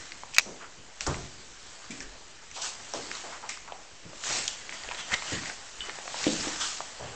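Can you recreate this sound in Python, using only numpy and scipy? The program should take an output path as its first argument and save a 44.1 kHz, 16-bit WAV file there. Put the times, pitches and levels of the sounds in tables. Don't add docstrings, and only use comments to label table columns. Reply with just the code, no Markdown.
import sys
import numpy as np
from scipy import signal
from scipy.io import wavfile
from scipy.ndimage import uniform_filter1d

SR = 44100
rng = np.random.default_rng(int(sys.argv[2]) if len(sys.argv) > 2 else 0)


def master(y):
    cut = np.clip(np.atleast_2d(y).T, -1, 1)
    pcm = np.round(cut * 32767)
    wavfile.write(sys.argv[1], SR, pcm.astype(np.int16))


N = 315579


def gain_of(db):
    return 10 ** (np.asarray(db) / 20)


def dying(t, t60):
    return gain_of(-60 * t / t60)


def evened(x):
    return x / np.sqrt(np.mean(x ** 2) + 1e-20)


def read(points, hz):
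    f, value = np.transpose(points)
    return np.interp(np.log(hz + 1), np.log(f + 1), value)


def add(mix, s, sound):
    part = mix[round(s * SR):][:len(sound)]
    part += sound[:len(part)]


def band(x, hz, share):
    q = 1 / np.clip(share, 1 / 20, 2)
    b, a = signal.iirpeak(min(hz, SR / 3), q, SR)
    return signal.lfilter(b, a, x)


def noise(spectrum, patchy_db):
    hz = np.fft.rfftfreq(512, 1 / SR)
    real, imaginary, patches = rng.standard_normal((N // 128 + 5, 257, 3)).T
    patches = uniform_filter1d(patches, size=7, axis=0)
    patches = evened(uniform_filter1d(patches, size=20, axis=1))
    level_db = read(spectrum, hz)[:, None] + patchy_db * patches
    z = (real + 1j * imaginary) * gain_of(level_db)
    return evened(signal.istft(z, nperseg=512, noverlap=384)[1][:N])


def ring(modes, tilt_db, scatter_db):
    hz, db, t60 = np.transpose(modes)[:, :, None]
    t = np.arange(SR // 3) / SR
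    spot_db = scatter_db * rng.standard_normal(hz.shape) + tilt_db * np.log2(hz / hz.mean())
    partials = gain_of(db + spot_db) * dying(t, t60) * np.sin(2 * np.pi * hz * t)
    sound = partials.sum(0)
    return sound / abs(sound).max()


def swell(t, s, db, rise, fall):
    away = np.maximum((s - t) / abs(rise), (t - s) / abs(fall))
    return gain_of(2 * db - 49.4 * away)


def rubs_and_tails():
    # pitch_hz, relative level_db per Hz
    bright_spectrum = [(1180, -16.5), (2000, -38), (2260, 0.5), (4380, 4), (6080, 5), (7470, 6),
                       (8280, -2.5), (8890, -67.5), (9300, -41.5), (12100, -72), (20500, -120)]
    mid_spectrum = [(400, -2.5), (800, 3.5), (1100, 2.5), (1500, 4), (2000, 4.5), (2400, 0), (3100, 0),
                    (4000, -16)]
    # peak_s, bright_db, mid_db, rise_s, fall_s
    swells = [(0.348, -33, -56, 0.01, 0.019), (0.396, -30.5, -32, 0.026, 0.017), (.42, -46, -56, .03, 0.26),
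              (.63, -63, -46.5, 0.045, 0.1), (1.012, -39.5, -44.5, 0.016, 0.17),
              (1.064, -40, -49, 0.0087, 0.51), (1.909, -45, -60, .008, .2), (2.03, -44.5, -56, 0.12, 0.035),
              (2.565, -38.5, -53, 0.044, 0.13), (2.62, -34.5, -50, .02, 0.18),
              (2.66, -35.5, -45, 0.11, 0.15), (2.96, -41, -46.5, 0.13, 0.24),
              (3.16, -42.5, -44, 0.43, 0.55), (3.35, -60, -47, 0.14, 0.11), (3.496, -39.5, -47, .008, 0.18),
              (4.244, -37, -46, .03, 0.36), (4.3, -32.5, -37.5, 0.12, 0.3),
              (4.38, -32.5, -37.5, 0.25, 0.28), (4.74, -44.5, -45, 0.067, 0.3),
              (4.9, -49, -45.5, 0.26, 0.43), (5.01, -39, -39, 0.1, 0.026),
              (5.14, -30.5, -27.5, 0.046, 0.022), (5.16, -42, -45, 0.46, 0.23),
              (5.34, -36.5, -38.5, 0.35, .2), (5.48, -40.5, -42, 0.19, 0.16), (5.84, -45.5, -45, 0.14, 1),
              (6.25, -33, -37.5, 0.31, 0.73), (6.46, -37.5, -40, 0.38, 0.74),
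              (6.606, -30.5, -52, .008, 0.23), (6.65, -36.5, -59, 0.07, 0.41),
              (7.041, -56, -45.5, 0.14, .5)]
    # time_s, bright_db
    stir_levels = [(0, -46.5), (.15, -51.5), (.8, -56), (1.3, -55), (1.7, -50.5), (2.4, -54.5), (2.85, -49),
                   (3.8, -55.5), (4.15, -54), (4.6, -49.5), (5.6, -48.5), (6.8, -51), (7.16, -49.5)]
    # peak_s, level_db
    jolts = [(1.09, -42), (1.53, -52), (2.07, -46), (4.88, -49), (5.15, -53), (5.8, -52), (6.42, -46),
             (6.62, -51), (6.979, -59)]
    stir_mid_db = -2
    jolt_rise_s, jolt_fall_s, rumble_db = 0.13, 0.2, -70

    t = np.arange(N) / SR
    coarse = np.arange(0, N + 32, 32) / SR
    stir = gain_of(2 * np.interp(coarse, *np.transpose(stir_levels)))
    bright_power = stir
    mid_power = stir * gain_of(2 * stir_mid_db)
    for s, bright_db, mid_db, rise, fall in swells:
        bright_power = bright_power + swell(coarse, s, bright_db, rise, fall)
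        mid_power = mid_power + swell(coarse, s, mid_db, rise, fall)
    low_power = gain_of(2 * rumble_db)
    for s, db in jolts:
        low_power = low_power + swell(coarse, s, db, jolt_rise_s, jolt_fall_s)

    grain = gain_of(0.93 * evened(uniform_filter1d(rng.standard_normal(N), size=150)))
    bright = grain * noise(bright_spectrum, patchy_db=1.5)
    mid = grain * noise(mid_spectrum, patchy_db=1.66)
    below_45_hz = signal.butter(3, 45., fs=SR, output="sos")
    low = evened(signal.sosfilt(below_45_hz, rng.standard_normal(N)))
    layers = (bright_power, bright), (mid_power, mid), (low_power, low)
    return sum(np.interp(t, coarse, np.sqrt(power)) * x for power, x in layers)


def ticks():
    # start_s, peak_db, body_hz, edge_hz, edge_over_body_db
    taps = [(0.1203, -23, 2030, 4500, -4), (.235, -28.5, 810, 1820, -19), (1.0082, -15, 2530, 5730, 3),
            (1.0092, -23.5, 1300, 4000, 4), (1.014, -27, 2770, 4900, -1), (1.0663, -17, 1060, 5550, 2),
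            (1.0698, -15.5, 1050, 5900, 3), (1.0732, -18.5, 1040, 7200, 5), (1.1438, -24.5, 2060, 900, -11),
            (1.9073, -28, 2230, 6900, 5), (2.005, -23, 2110, 5500, 1), (2.514, -31, 2200, 6000, 3),
            (2.9373, -17, 700, 5630, 4), (3.115, -19, 1890, 4800, -7), (3.153, -25, 1950, 4140, 17),
            (3.4914, -21, 2140, 5770, 6), (3.4947, -17, 2130, 7050, -0.5), (3.573, -30, 1320, 5200, -3),
            (3.677, -35, 1060, 1980, -3), (3.722, -25, 720, 2900, -7), (4.132, -35, 500, 1100, -7),
            (4.2385, -23.5, 1740, 2800, -5), (4.308, -25, 700, 1200, -7), (4.479, -10.5, 4900, 5870, 4),
            (4.4807, -11.5, 3280, 6600, -4), (4.487, -23, 3800, 6800, 6), (4.694, -22, 2020, 1220, -15),
            (4.725, -25, 2030, 1120, -8), (4.836, -25, 2100, 4600, 2), (4.889, -24, 600, 2490, 3),
            (4.9128, -21.5, 1140, 2280, -3), (4.92, -22, 856, 1870, 1), (4.947, -26, 2500, 4000, -1),
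            (5.1194, -20, 1500, 600, -8), (5.1305, -24, 2380, 6030, -18), (5.137, -22, 1300, 7040, -18),
            (5.1409, -11, 1400, 2600, 3), (5.223, -22.5, 1040, 2020, -1), (5.435, -27, 1200, 1890, -5),
            (5.458, -25, 1920, 1000, -9), (5.499, -24, 1580, 890, -4.5), (5.8064, -30, 3100, 3580, -6),
            (5.8959, -20.5, 1500, 815, -6), (5.987, -27, 704, 1830, -3), (6.056, -34.5, 690, 1490, -12),
            (6.0788, -22, 1580, 910, 6), (6.1439, -23.5, 790, 1710, -16), (6.242, -17, 2220, 3800, 3),
            (6.409, -21, 1510, 5000, 9), (6.6015, -24, 1350, 6000, 4), (6.8053, -20, 810, 1560, -32)]
    t60_s, t60_per_db = .018, 0.04
    out, t = np.zeros(N), np.arange(SR // 8) / SR
    for s, db, body_hz, edge_hz, edge_db in taps:
        t60 = t60_s * np.exp(-t60_per_db * (db + 22))
        puff = rng.standard_normal(len(t)) * dying(t, t60)
        drive = puff + 13 * (t == 0)

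        def resonance(hz):
            narrow = band(drive, hz, min(14 / (hz * t60), .85))
            return evened(band(narrow, hz, min(30 / (hz * t60), 1.1)))

        sound = resonance(body_hz) + gain_of(edge_db) * resonance(edge_hz)
        add(out, s, gain_of(db) * sound / abs(sound).max())
    return out


def pings():
    # start_s, level_db, pitch_hz, t60_s
    notes = [(.2345, -47, 810, 0.038), (1.9075, -39.5, 2280, 0.089), (2.01, -39.5, 1750, 0.087),
             (5.806, -31.5, 3035, 0.064), (5.8064, -36, 2980, 0.23), (5.8065, -34, 3550, .06)]
    out, t = np.zeros(N), np.arange(SR // 6) / SR
    for s, db, hz, t60 in notes:
        waver = 1 + 3.0 * uniform_filter1d(rng.standard_normal(len(t)), size=120)
        add(out, s, gain_of(db) * dying(t, t60) * waver * np.sin(2 * np.pi * hz * t))
    return out


def latch():
    # start_s, level_db, bright_share (of the thin bright parts, 0-1)
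    strikes = [(0.338, -30, 0), (0.3454, -42, 1), (0.347, -30, 1), (0.354, -31, .6), (0.3645, -15, 1),
               (0.368, -19, 0), (0.3837, 5, 0.63), (0.3867, -7, 0.6), (0.3947, -12, 0.6),
               (0.3956, -19, 0.7), (.4095, -26, 0.6)]
    # pitch_hz, relative level_db, t60_s
    lock = [(1490, -11, 0.033), (1830, -19, 0.021), (1970, 0, 0.024), (2340, 4.5, 0.019),
            (2512, 7.5, 0.029), (2590, 0, 0.036), (2850, -7, 0.042), (3150, -18, 0.017), (3820, -2, 0.02),
            (4000, -10, 0.034), (4890, -0.5, .016), (5500, -3, 0.014), (6210, -2.5, 0.019),
            (6620, -1, 0.013), (7800, -29, .01)]
    out, t = np.zeros(N), np.arange(SR // 3) / SR
    for s, db, bright in strikes:
        crack = 0.49 * band(rng.standard_normal(len(t)), 4500, 0.74) * dying(t, 0.016)
        case = ring(lock, tilt_db=22 * (bright - .5), scatter_db=1)
        add(out, s, gain_of(db) * (case + crack))
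    radiated = signal.butter(2, [1000., 7200.], "band", fs=SR, output="sos")
    return signal.sosfilt(radiated, out)


def thuds():
    # start_s, level_db, pitch_hz, rise_s, t60_s
    bumps_and_tails = [(0.454, -45, 232, 0.011, 0.64), (.458, -42.5, 465, 0.0028, 0.62),
                       (0.399, -43, 5900, .005, 0.46), (.603, -36.5, 1220, 0.017, 0.24),
                       (1.066, -34, 1140, 0.0036, 0.44), (1.068, -35.5, 634, 0.0031, 0.46),
                       (1.066, -35, 323, 0.0022, 0.52), (1.084, -38, 130, .015, 0.71),
                       (1.079, -34.5, 69, 0.0061, 0.61), (1.898, -42, 237, 0.0032, 0.57),
                       (1.906, -44, 2260, .003, 0.36), (2.0, -46.5, 377, 0.012, 0.39),
                       (2.009, -47, 1730, 0.003, 0.33), (2.561, -40, 806, 0.008, 0.71),
                       (2.621, -35.5, 1310, 0.023, 0.28), (2.935, -34.5, 600, 0.004, 0.34),
                       (2.939, -42, 330, 0.0073, 0.84), (2.949, -55, 109, 0.02, 0.84),
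                       (3.236, -38, 657, 0.0056, 0.36), (3.319, -37.5, 1120, 0.012, 0.23),
                       (3.426, -36.5, 890, 0.007, 0.24), (3.493, -40.5, 2150, .003, 0.4),
                       (3.677, -41, 1010, 0.0042, 0.3), (4.049, -49.5, 282, 0.0035, 0.48),
                       (4.049, -41.5, 140, 0.0056, 0.22), (4.29, -39, 750, .03, 0.52),
                       (4.495, -44, 3180, .005, 0.43), (4.74, -48, 3140, 0.024, 0.75),
                       (4.88, -38, 205, 0.0028, 0.035), (4.971, -36.5, 3150, 0.013, 0.42),
                       (5.126, -33.5, 155, 0.0069, 0.055), (5.26, -33.5, 2950, 0.018, 0.27),
                       (5.301, -33, 1950, 0.036, 0.5), (5.319, -36, 99, 0.0037, 0.33),
                       (5.326, -34.5, 198, 0.0043, 0.44), (5.885, -35, 394, 0.0036, 0.06),
                       (6.268, -33, 220, 0.0031, 0.63), (6.604, -34.5, 1370, 0.0045, 0.48),
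                       (6.605, -35, 3175, .005, 0.4), (6.995, -41, 600, 0.0049, 0.99),
                       (6.999, -41, 97, 0.023, 0.59)]
    # pitch_hz, relative level_db, t60_s
    door = [(80, 5.5, 0.24), (140.4, -1, 0.48), (260, -7.5, 0.62), (366, -10.5, 0.98), (695, -15, 0.75),
            (1050, -3, .2)]
    door_s, door_peak_db = 1.082, -24.5
    width_share, widest_hz = 0.78, 600
    out, t = np.zeros(N), np.arange(SR // 2) / SR
    for s, db, hz, rise, t60 in bumps_and_tails:
        share = min(width_share, widest_hz / hz)
        narrow = band(rng.standard_normal(len(t)), hz, share)
        body = evened(band(narrow, hz, 1.5 * share))
        onset = 1 - np.exp(-t / abs(rise))
        add(out, s, gain_of(db) * body * onset * dying(t, t60))
    add(out, door_s, gain_of(door_peak_db) * ring(door, tilt_db=0, scatter_db=1))
    return out


def squeak():
    # time_s, level_db, slip_rate_hz
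    course = [(5.124, -49, 970), (5.135, -28.5, 1100), (5.144, -22, 920), (5.147, -29, 1100),
              (5.152, -50, 1100)]
    s, db, rate = np.transpose(course)
    t = np.arange(s[0], s[-1], 1 / SR)
    jitter = 1 + 0.22 * uniform_filter1d(rng.standard_normal(len(t)), size=40)
    turns = np.cumsum(np.interp(t, s, rate) * jitter) / SR
    slips = np.diff(np.floor(turns), prepend=0)
    slips = slips * gain_of(1.4 * rng.standard_normal(len(t)))
    sole = evened(band(slips, 2180, 0.2) + 0.099 * band(slips, 1900, 0.42))
    out = np.zeros(N)
    add(out, s[0], gain_of(np.interp(t, s, db)) * sole)
    return out


def heels():
    # start_s, level_db (ahead of the heel's resonance)
    knocks = [(5.3212, -23), (6.2671, -8.5), (6.4709, -20.5)]
    # pitch_hz, relative level_db, t60_s
    board = [(176, -17, 0.16), (220, -14, 0.27), (309.3, 3, 0.1), (342, -2, 0.14), (447, -0.5, 0.093),
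             (514.5, -1, 0.13), (600, 0, 0.061)]
    out = np.zeros(N)
    for s, db in knocks:
        boards = ring(board, tilt_db=-5.0, scatter_db=1)
        add(out, s, gain_of(db) * band(boards, 340, 1.0))
    return out


def hall(x):
    # pitch_hz, t60_s
    decay = [(100, 0.14), (500, 0.9), (2000, 0.34), (8000, 0.35)]
    taps = np.zeros(SR // 2)
    at = np.arange(200, len(taps) - 20, 20)
    taps[at + rng.integers(0, 20, len(at))] = rng.choice([-1., 1.], len(at))
    hz, t, z = signal.stft(taps, SR, nperseg=256)
    faded = z * dying(t, read(decay, hz)[:, None])
    tail = signal.istft(faded, SR, nperseg=256)[1]
    return signal.oaconvolve(x, tail / np.linalg.norm(tail))[:N]


def scene():
    metal, small, knocks = latch(), ticks() + pings() + squeak(), heels()
    wet = hall(gain_of(-36.0) * metal + gain_of(-9.5) * small + gain_of(-10.0) * knocks)
    return (metal + small + knocks + wet + thuds() + rubs_and_tails())[None]


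def record(dry):
    # pitch_hz, relative level_db per Hz
    hiss = [(15, 7), (25, 2), (60, 3.5), (150, -4), (400, 1.5), (1000, -3), (2900, -7), (6700, -9),
            (8100, -12), (9000, -40.5)]
    hiss_db, capsule_hz, edge_hz = -54.5, 8800, 16300
    hissing = dry + gain_of(hiss_db) * noise(hiss, patchy_db=2.5)
    capsule = signal.firwin(201, capsule_hz, window=("kaiser", 9), fs=SR)
    dull = signal.oaconvolve(hissing, capsule[None], "same")
    clipped = np.clip(dull - .0024, -.7, .7)
    band_limit = signal.firwin(255, edge_hz, window=("kaiser", 9), fs=SR)
    return signal.oaconvolve(clipped, band_limit[None], "same")


dry = scene()
out = record(dry)
master(out)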